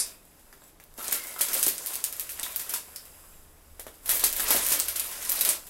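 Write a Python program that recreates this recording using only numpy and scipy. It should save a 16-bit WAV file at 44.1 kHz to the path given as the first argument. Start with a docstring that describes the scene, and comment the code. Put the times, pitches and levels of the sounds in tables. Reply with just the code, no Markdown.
"""Coarse salt from a plastic bag

A hand digs into a stiff bag of coarse salt and crumbles pinches over meat on a board.
Creases in the film flip with snaps and crackle; the salt crunches dully, knocks and pours.
A small kitchen adds a short bright tail over a quiet rumble and a low appliance hum."""
import sys
import numpy as np
from scipy import signal
from scipy.fft import rfft, irfft, next_fast_len
from scipy.io import wavfile
from scipy.ndimage import uniform_filter1d

SR = 44100
rng = np.random.default_rng(int(sys.argv[2]) if len(sys.argv) > 2 else 0)


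def dump_mix(stems):
    """Bounce the given channels to the path in sys.argv[1] as a 16-bit WAV at rate SR."""
    frames = np.atleast_2d(stems).T  # one column per channel
    limited = np.clip(frames, -1, 1)  # hard clip at full scale
    pcm = np.round(limited * 32767).astype(np.int16)
    wavfile.write(sys.argv[1], SR, pcm)


N = 251061

# room tone spectrum (frequency [Hz], density [dB])
AIR_SPECTRUM = [(29, -45), (50, -6.5), (85, -5.5), (106, -17), (159, -8.5), (198, -13), (277, -11.5),
                (802, -16.5), (2950, -28), (14500, -28), (16000, -48)]
# house shudder (time [s], level [dB])
RUMBLE_LEVELS = [(0.0, -63.5), (1.63, -59), (1.93, -72), (2.38, -55.5), (2.68, -69), (3.45, -54.5),
                 (3.93, -60), (4.31, -49.5), (5.04, -57.5), (5.69, -58)]
# distant appliance (time [s], pitch [Hz], level [dB])
HUM_TRACK = [(1.9, 72, -82), (2.02, 73.2, -71.5), (4.63, 73.36, -57), (5.46, 74.6, -68), (5.56, 71, -63),
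             (5.69, 71.5, -88)]
# kitchen decay (frequency [Hz], t60 [s])
KITCHEN_T60 = [(300, 0.36), (1500, 0.21), (5000, 0.3), (12000, 0.16)]
# reflections off board and walls (delay [s], level [dB])
EARLY_BOUNCES = [(.0031, -15.5), (.0047, -14.5), (.0072, -16)]
# faint whistles (start [s], length [s], from [Hz], to [Hz], level [dB])
WHISTLE_GLIDES = [(0.4, .15, 10750, 10450, -75), (0.6, 0.09, 7550, 7870, -64),
                  (3.279, 0.14, 7750, 7100, -68)]
# narrow ringing bands: hollow folds of the bag, and the pouring salt at 2.958 s (time [s], pitch [Hz], level
# [dB], t60 [s])
BAND_RINGS = [(0.0, 2540, -51.5, 0.55), (0.0, 3680, -45, 0.31), (0.999, 1320, -44.5, 0.21),
              (1.13, 2110, -48, 1.5), (1.362, 1320, -43.5, 0.25), (1.41, 3300, -33, 0.086),
              (2.432, 3600, -36, 0.13), (2.958, 4750., -47, 0.18), (2.958, 5340, -47, 0.17),
              (5.41, 3900, -35, .15)]
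# how hard the hand works the bag (time [s], crackle level [dB])
HAND_EFFORT = [(0.08, -46.5), (0.19, -62.5), (0.7, -62), (0.77, -74), (0.95, -62), (1.02, -35.5),
               (1.38, -44), (1.56, -28), (1.72, -42), (1.94, -39), (2.03, -45.5), (2.34, -46),
               (2.41, -37.5), (2.64, -44), (2.75, -36.5), (2.83, -51), (3.3, -55.5), (3.55, -63.5),
               (4.02, -58.5), (4.11, -28.5), (4.31, -39.5), (4.52, -24.5), (4.66, -33.5), (4.73, -27),
               (4.89, -38), (5.24, -38), (5.38, -33), (5.43, -32), (5.5, -25.5), (5.61, -51), (5.69, -51)]
# opening crunch spectrum (frequency [Hz], density [dB])
OPENING_SPECTRUM = [(590, -18), (1000, -20.5), (2320, -13), (3100, -31), (3740, -22), (4250, -6),
                    (4730, -1), (6560, -3.5), (9410, 3), (12000, -4), (14800, -25), (16300, -37)]
# salt crunch spectrum (frequency [Hz], density [dB])
CRUNCH_SPECTRUM = [(71, -48), (120, -21), (542, -1), (929, -5.5), (1060, 0), (1180, -6.5), (1280, -2.5),
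                   (3000, -10), (3900, -8.5), (6600, -120)]
# fine salt pouring, with ringing bands (frequency [Hz], density [dB])
POUR_SPECTRUM = [(880, -30), (2300, -20), (2710, -6), (3100, -19), (4350, -19), (4940, -3), (5600, -11),
                 (7200, -6), (7750, 1), (8300, -5), (10800, 1), (14100, -2), (14900, -6), (15700, -12)]
# salt lumps shifting or landing (time [s], level [dB], pitch [Hz])
LUMP_KNOCKS = [(0.528, -38, 1850), (0.62, -43, 1420), (0.8, -39, 2220), (0.985, -34.5, 300),
               (0.994, -28.5, 1390), (1.088, -31.5, 493), (1.124, -22, 1860), (1.363, -31, 1350),
               (1.407, -23, 1570), (1.566, -31, 726), (1.668, -23.5, 510), (2.392, -30, 1960),
               (2.464, -28.5, 1800), (2.74, -28, 1550), (2.884, -39.5, 860), (3.24, -46.5, 1140),
               (3.795, -33.5, 600), (3.867, -29.5, 530), (4.092, -26.5, 1750), (4.237, -20, 1140),
               (4.398, -19.5, 1730), (4.484, -28, 1100), (4.506, -17, 1060), (4.548, -21, 570),
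               (4.562, -25, 800), (4.718, -31, 300), (4.73, -26, 2490), (4.791, -45, 1720),
               (5.479, -26.5, 540)]
# film crackle spectrum (frequency [Hz], density [dB])
FILM_SPECTRUM = [(880, -26.5), (1500, -11), (1760, -8), (3100, -7), (6050, -5), (11500, 0), (13800, 0),
                 (15000, -18), (15800, -3)]
# single snaps of the film (time [s], snap level [dB], shower level [dB])
FILM_SNAPS = [(0.2533, -33, -64), (0.395, -36, -55), (0.5265, -50, -50), (0.639, -36, -51),
              (0.6788, -36, -57), (0.8, -50, -51.5), (0.839, -26, -58.5), (0.898, -47, -75),
              (0.9405, -32, -66), (0.978, -33, -37.5), (0.988, -34, -39), (1.082, -8, -45),
              (1.112, -12, -33), (1.1229, -9, -30), (1.126, -11, -23.5), (1.1575, -20, -36),
              (1.239, -19, -42), (1.271, -15, -56), (1.3865, -19, -38), (1.391, -19, -30.5),
              (1.4105, -3.5, -19.5), (1.4146, -2, -41), (1.4163, -3, -48), (1.419, -10, -49),
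              (1.484, -13, -30), (1.532, -16, -26), (1.534, -16, -37), (1.542, -8, -31), (1.567, -18, -30),
              (1.609, -17, -39), (1.629, 7, -28), (1.632, -11, -34), (1.6364, -8, -37), (1.6651, 1, -23),
              (1.682, 6, -29), (1.7815, -11, -35), (1.862, -6.5, -35.5), (1.8707, -10.5, -32.5),
              (1.934, -22, -27.5), (1.9556, -6, -41), (2.0411, 2.5, -25.5), (2.1262, -13, -32),
              (2.166, -19, -43), (2.197, -5, -28.5), (2.2926, -18, -31), (2.319, -18, -42.5),
              (2.397, -8.5, -52), (2.4305, -13, -24.5), (2.5612, 1, -49), (2.5942, -24, -25),
              (2.694, -26, -27.5), (2.738, -8, -22.5), (2.9613, -15, -37.5), (3.055, -25, -50),
              (3.7971, -17, -37), (3.8675, -31, -42), (3.9415, -36, -50), (4.059, -19, -31.5),
              (4.0787, -25, -39), (4.0924, -9, -17.5), (4.1148, -10, -28.5), (4.144, -15, -27.5),
              (4.1955, -8, -28), (4.204, -10, -48), (4.239, -1, -16), (4.2401, 5.5, -28.5),
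              (4.264, -8, -33), (4.3278, -3, -35), (4.334, -14, -45), (4.365, -5, -30), (4.4004, -10, -22),
              (4.484, -11, -27), (4.506, 1.5, -17), (4.51, -2, -29), (4.531, -9, -30.5), (4.5635, 0.5, -25),
              (4.649, -7, -26.5), (4.665, -1.5, -27), (4.687, -3, -32), (4.696, -8, -35), (4.706, -7, -26),
              (4.7196, -8, -17.5), (4.794, 3, -31), (4.8, 3, -38), (4.884, -7, -22.5), (4.9589, -24, -24),
              (4.997, -1, -27.5), (5.1256, -26, -35), (5.25, -32, -30), (5.294, -6, -34), (5.297, 4, -39),
              (5.3193, 5, -31), (5.356, -28, -33), (5.39, -20, -27.5), (5.41, 4, -33), (5.412, 2.5, -30),
              (5.45, -19, -19), (5.491, 8, -28), (5.506, -5, -33), (5.668, -33, -40)]

CREASE_HZ, CREASE_SPREAD = 11520, 0.29
TIME_S = np.arange(N) / SR


def gain_of(db):
    return 10 ** (np.asarray(db) / 20)


def unit_rms(x):
    return x / np.sqrt(np.mean(x ** 2) + 1e-20)


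def at_hz(table, hz):
    table_hz, value = np.transpose(table)
    return np.interp(np.log(hz + 1), np.log(table_hz + 1), value)


def add(mix, start_s, sound):
    part = mix[round(start_s * SR):][:len(sound)]
    part += sound[:len(part)]


def highpass(x, hz, order):
    return signal.sosfilt(signal.butter(order, hz, "high", fs=SR, output="sos"), x)


def coloured(x, spectrum):
    """Imposes a long-term spectrum; unit RMS."""
    size = next_fast_len(N)
    bins, hz = rfft(x, size), np.fft.rfftfreq(size, 1 / SR)
    envelope = np.sqrt(uniform_filter1d(abs(bins) ** 2, size=2001) + 1e-20)
    return unit_rms(irfft(bins / envelope * gain_of(at_hz(spectrum, hz)), size)[:N])


def ring(hz, cycles):
    """Damped sine, peak 1, down by 1/e after `cycles`."""
    turns = hz * np.arange(1, 800) / SR
    wave = np.sin(2 * np.pi * turns) * np.exp(-turns / cycles)
    return wave / abs(wave).max()


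def drift(noise, rows, columns):
    """Smooths a noise grid along both axes; unit RMS."""
    return unit_rms(uniform_filter1d(uniform_filter1d(noise, rows, axis=0), columns, axis=1))


def grains(low_hz, high_hz, cycles, per_s, spread_db, clump_db, patch_db, patches=16):
    """Tiny slips in clumps, a few large, each ringing its own patch."""
    clumps = unit_rms(uniform_filter1d(rng.standard_normal(N), size=350))
    slips = gain_of(spread_db * np.minimum(rng.exponential(1, N), 4) + clump_db * clumps)
    slips *= rng.choice([-1., 1.], N) * (rng.random(N) < per_s / SR)
    patch = rng.integers(0, patches, N)
    # patches of like pitch wake and rest together for tens of ms
    activity = drift(rng.standard_normal((N // 256 + 1, patches)), 7, 3)
    slips *= gain_of(patch_db * activity[np.arange(N) // 256, patch])
    pitches = np.geomspace(low_hz, high_hz, patches)
    return sum(signal.oaconvolve(slips * (patch == k), ring(hz, cycles))[:N]
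               for k, hz in enumerate(pitches))


def room_air(level_db=-60):
    """Soft noise with a slightly drifting spectrum."""
    hz = np.fft.rfftfreq(2048, 1 / SR)
    real, imag, patches = rng.standard_normal((N // 512 + 5, 1025, 3)).T
    bins = (real + 1j * imag) * gain_of(at_hz(AIR_SPECTRUM, hz)[:, None] + 0.34 * drift(patches, 12, 8))
    return gain_of(level_db) * unit_rms(signal.istft(bins, nperseg=2048, noverlap=1536)[1][:N])


def house_rumble(band_hz=(12., 36.)):
    """The house shudders in slow swells."""
    low = signal.sosfilt(signal.butter(2, band_hz, "band", fs=SR, output="sos"), rng.standard_normal(N))
    return gain_of(np.interp(TIME_S, *np.transpose(RUMBLE_LEVELS))) * unit_rms(low)


def appliance_hum(fade_in_s=0.18, waver_db=2.0):
    """One distant low tone of wavering level."""
    times_s, hz, db = np.transpose(HUM_TRACK)
    turns = np.cumsum(np.interp(TIME_S, times_s, hz)) / SR
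    waver = unit_rms(uniform_filter1d(rng.standard_normal(N), size=2500))
    level = gain_of(np.interp(TIME_S, times_s, db) + waver_db * waver)
    fade_in = np.clip((TIME_S - times_s[0]) / fade_in_s, 0, 1)
    return np.sqrt(2) * fade_in * level * np.sin(2 * np.pi * turns)


def echo_path(tail_db=-7.0):
    """Early bounces, then sparse taps; each band decays at its own rate."""
    taps = np.zeros(SR // 2)
    slots = np.arange(200, len(taps) - 10, 10)
    taps[slots + rng.integers(0, 10, len(slots))] = rng.choice([-1., 1.], len(slots))
    hz, t, bins = signal.stft(taps, SR, nperseg=128)
    decay = gain_of(-60 * t / at_hz(KITCHEN_T60, hz)[:, None])
    response = signal.istft(bins * decay, SR, nperseg=128)[1]
    response *= gain_of(tail_db) / np.linalg.norm(response)
    for delay_s, db in EARLY_BOUNCES:
        add(response, delay_s * rng.uniform(.85, 1.15), gain_of([db]))
    return response


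def kitchen(direct, paths=8):
    """Adds echoes. The hands move, so the path is redrawn every 15 ms."""
    path = np.repeat(rng.integers(0, paths, N // 660 + 1), 660)[:N]
    return direct + sum(signal.oaconvolve(direct * (path == k), echo_path())[:N] for k in range(paths))


def whistles():
    """Thin tones that glide, waver and fade in and out."""
    out = np.zeros(N)
    for start_s, length_s, from_hz, to_hz, db in WHISTLE_GLIDES:
        progress = np.arange(0, length_s, 1 / SR) / length_s
        waver = 1 + 0.014 * unit_rms(uniform_filter1d(rng.standard_normal(SR), size=200))[:len(progress)]
        turns = np.cumsum((from_hz + (to_hz - from_hz) * progress) * waver) / SR
        fade = np.sqrt(2 * np.sin(np.pi * progress))
        add(out, start_s, gain_of(db) * fade * np.sin(2 * np.pi * turns))
    return out


def band_rings(q=25.):
    """Air shut in a fold, or pouring salt, rings as a narrow, decaying noise band."""
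    out, t = np.zeros(N), np.arange(SR // 2) / SR
    for start_s, hz, db, t60_s in BAND_RINGS:
        band = signal.lfilter(*signal.iirpeak(hz, q, SR), rng.standard_normal(len(t)))
        add(out, start_s, gain_of(db - 60 * t / t60_s) * unit_rms(band))
    return out


def opening_crunch(level_db=-22, t60_s=0.15):
    """A crunch dying away at the start."""
    return gain_of(level_db - 60 * TIME_S / t60_s) * coloured(rng.standard_normal(N), OPENING_SPECTRUM)


def slide_power(relative_db=-19, rise_s=0.0035, t60_s=.25):
    """Power envelope of salt sliding and settling after each knock."""
    power, t = np.zeros(N), np.arange(SR // 2) / SR
    for start_s, knock_db, _ in LUMP_KNOCKS:
        level = np.minimum(t / rise_s, 1) * gain_of(knock_db + relative_db - 60 * t / t60_s)
        add(power, start_s, level ** 2)
    return power


def salt_crunch(effort_db):
    """Dull slips in the salt, driven by the hand and by the slides."""
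    pressed = gain_of(-50.5 + 0.85 * (effort_db + 40))
    slips = grains(230, 2330, cycles=0.99, per_s=1500, spread_db=1.5, clump_db=0.5, patch_db=1.0)
    return np.sqrt(pressed ** 2 + slide_power()) * coloured(slips, CRUNCH_SPECTRUM)


def lump_knocks(ring_s=.0007, overtone_ring_s=.0003, rattle_db=-28.0, rattle_t60_s=0.035):
    """Lumps knock and rattle. All ring equally briefly, so low knocks are dry."""
    out, t = np.zeros(N), np.arange(1800) / SR
    for start_s, db, hz in LUMP_KNOCKS:
        force = rng.standard_normal(len(t)) * gain_of(rattle_db - 60 * t / rattle_t60_s)
        force[0] = 1  # the impact
        overtone_hz = 2.6 * hz
        lump = ring(hz, hz * ring_s) + 0.7 * ring(overtone_hz, overtone_hz * overtone_ring_s)
        add(out, start_s, gain_of(db) * signal.fftconvolve(force, lump))
    return out


def crackle_and_pour(effort_db, strays_per_s=40, stray_over_db=9):
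    """A firm grip crackles the film, a light one pours fine salt; stray snaps top both."""
    slips = grains(2000, 14000, cycles=2.5, per_s=6000, spread_db=2.2, clump_db=1.5, patch_db=3)
    crackle = coloured(slips, FILM_SPECTRUM)
    pour = coloured(rng.standard_normal(N), POUR_SPECTRUM)
    firmness = np.clip((effort_db + 52) / 14, 0, 1)
    kicks = gain_of(stray_over_db + 6.8 * rng.standard_normal(N)) * (rng.random(N) < strays_per_s / SR)
    strays = signal.oaconvolve(kicks, ring(CREASE_HZ, cycles=0.55))[:N]
    return gain_of(effort_db) * (np.sqrt(firmness) * crackle + np.sqrt(1 - firmness) * pour + strays)


def crease_pitches_hz():
    """A random pitch for each snap, drawn afresh on every call: creases differ in size."""
    return CREASE_HZ * (1 + CREASE_SPREAD * (2 * rng.random(len(FILM_SNAPS)) - 1))


def snap_showers(cluster_t60_s=0.029, tail_t60_s=0.2):
    """Each snap frees nearby creases: a cluster of slips leaning to one pitch, then a tail."""
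    slips = grains(2076, 14450, cycles=1.06, per_s=8000, spread_db=2.5, clump_db=0.6, patch_db=0.5)
    slips = coloured(slips, FILM_SPECTRUM)
    out = np.zeros(N)
    for (start_s, _, db), hz in zip(FILM_SNAPS, crease_pitches_hz()):
        shower = slips[round(start_s * SR):][:9000]
        pitched = signal.lfilter(*signal.iirpeak(hz, 2.5, SR), shower)
        t = np.arange(len(shower)) / SR
        decay = gain_of(-60 * t / tail_t60_s) + 0.66 * gain_of(-60 * t / cluster_t60_s)
        add(out, start_s, gain_of(db) * decay * (.5 * shower + 0.24 * pitched))
    return out


def film_snaps(aftershock_window_s=.008):
    """A crease flips with a sharp ring and three weaker aftershocks."""
    out = np.zeros(N)
    for (start_s, db, _), hz in zip(FILM_SNAPS, crease_pitches_hz()):
        add(out, start_s, gain_of(db) * ring(hz, cycles=1.0))
        for late, weaker in rng.random((3, 2)):
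            aftershock = gain_of(db - 14.25 - 9.5 * weaker) * ring(hz, cycles=3.2)
            add(out, start_s + aftershock_window_s * late, aftershock)
    return highpass(out, hz=3000., order=1)  # the snaps stay high, with no low end


def scene():
    """Bag and salt in the kitchen, over the room's background; mono."""
    effort_db = np.interp(TIME_S, *np.transpose(HAND_EFFORT))
    handling = crackle_and_pour(effort_db) + salt_crunch(effort_db) + opening_crunch() + snap_showers()
    impacts = highpass(film_snaps() + lump_knocks(), hz=250., order=2)  # snaps and knocks carry no deep bass
    direct = handling + impacts + band_rings() + whistles()
    return (kitchen(direct) + room_air() + house_rumble() + appliance_hum())[None]


def record(dry):
    """The input stage rounds off the loudest snaps; a low-pass follows."""
    ceiling, cutoff_hz = .7, 15850
    rounded = ceiling * np.tanh(dry / ceiling)
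    lowpass = signal.firwin(511, cutoff_hz, window=("kaiser", 9), fs=SR)
    return signal.oaconvolve(rounded, lowpass[None], "same")


dry = scene()
out = record(dry)
dump_mix(out)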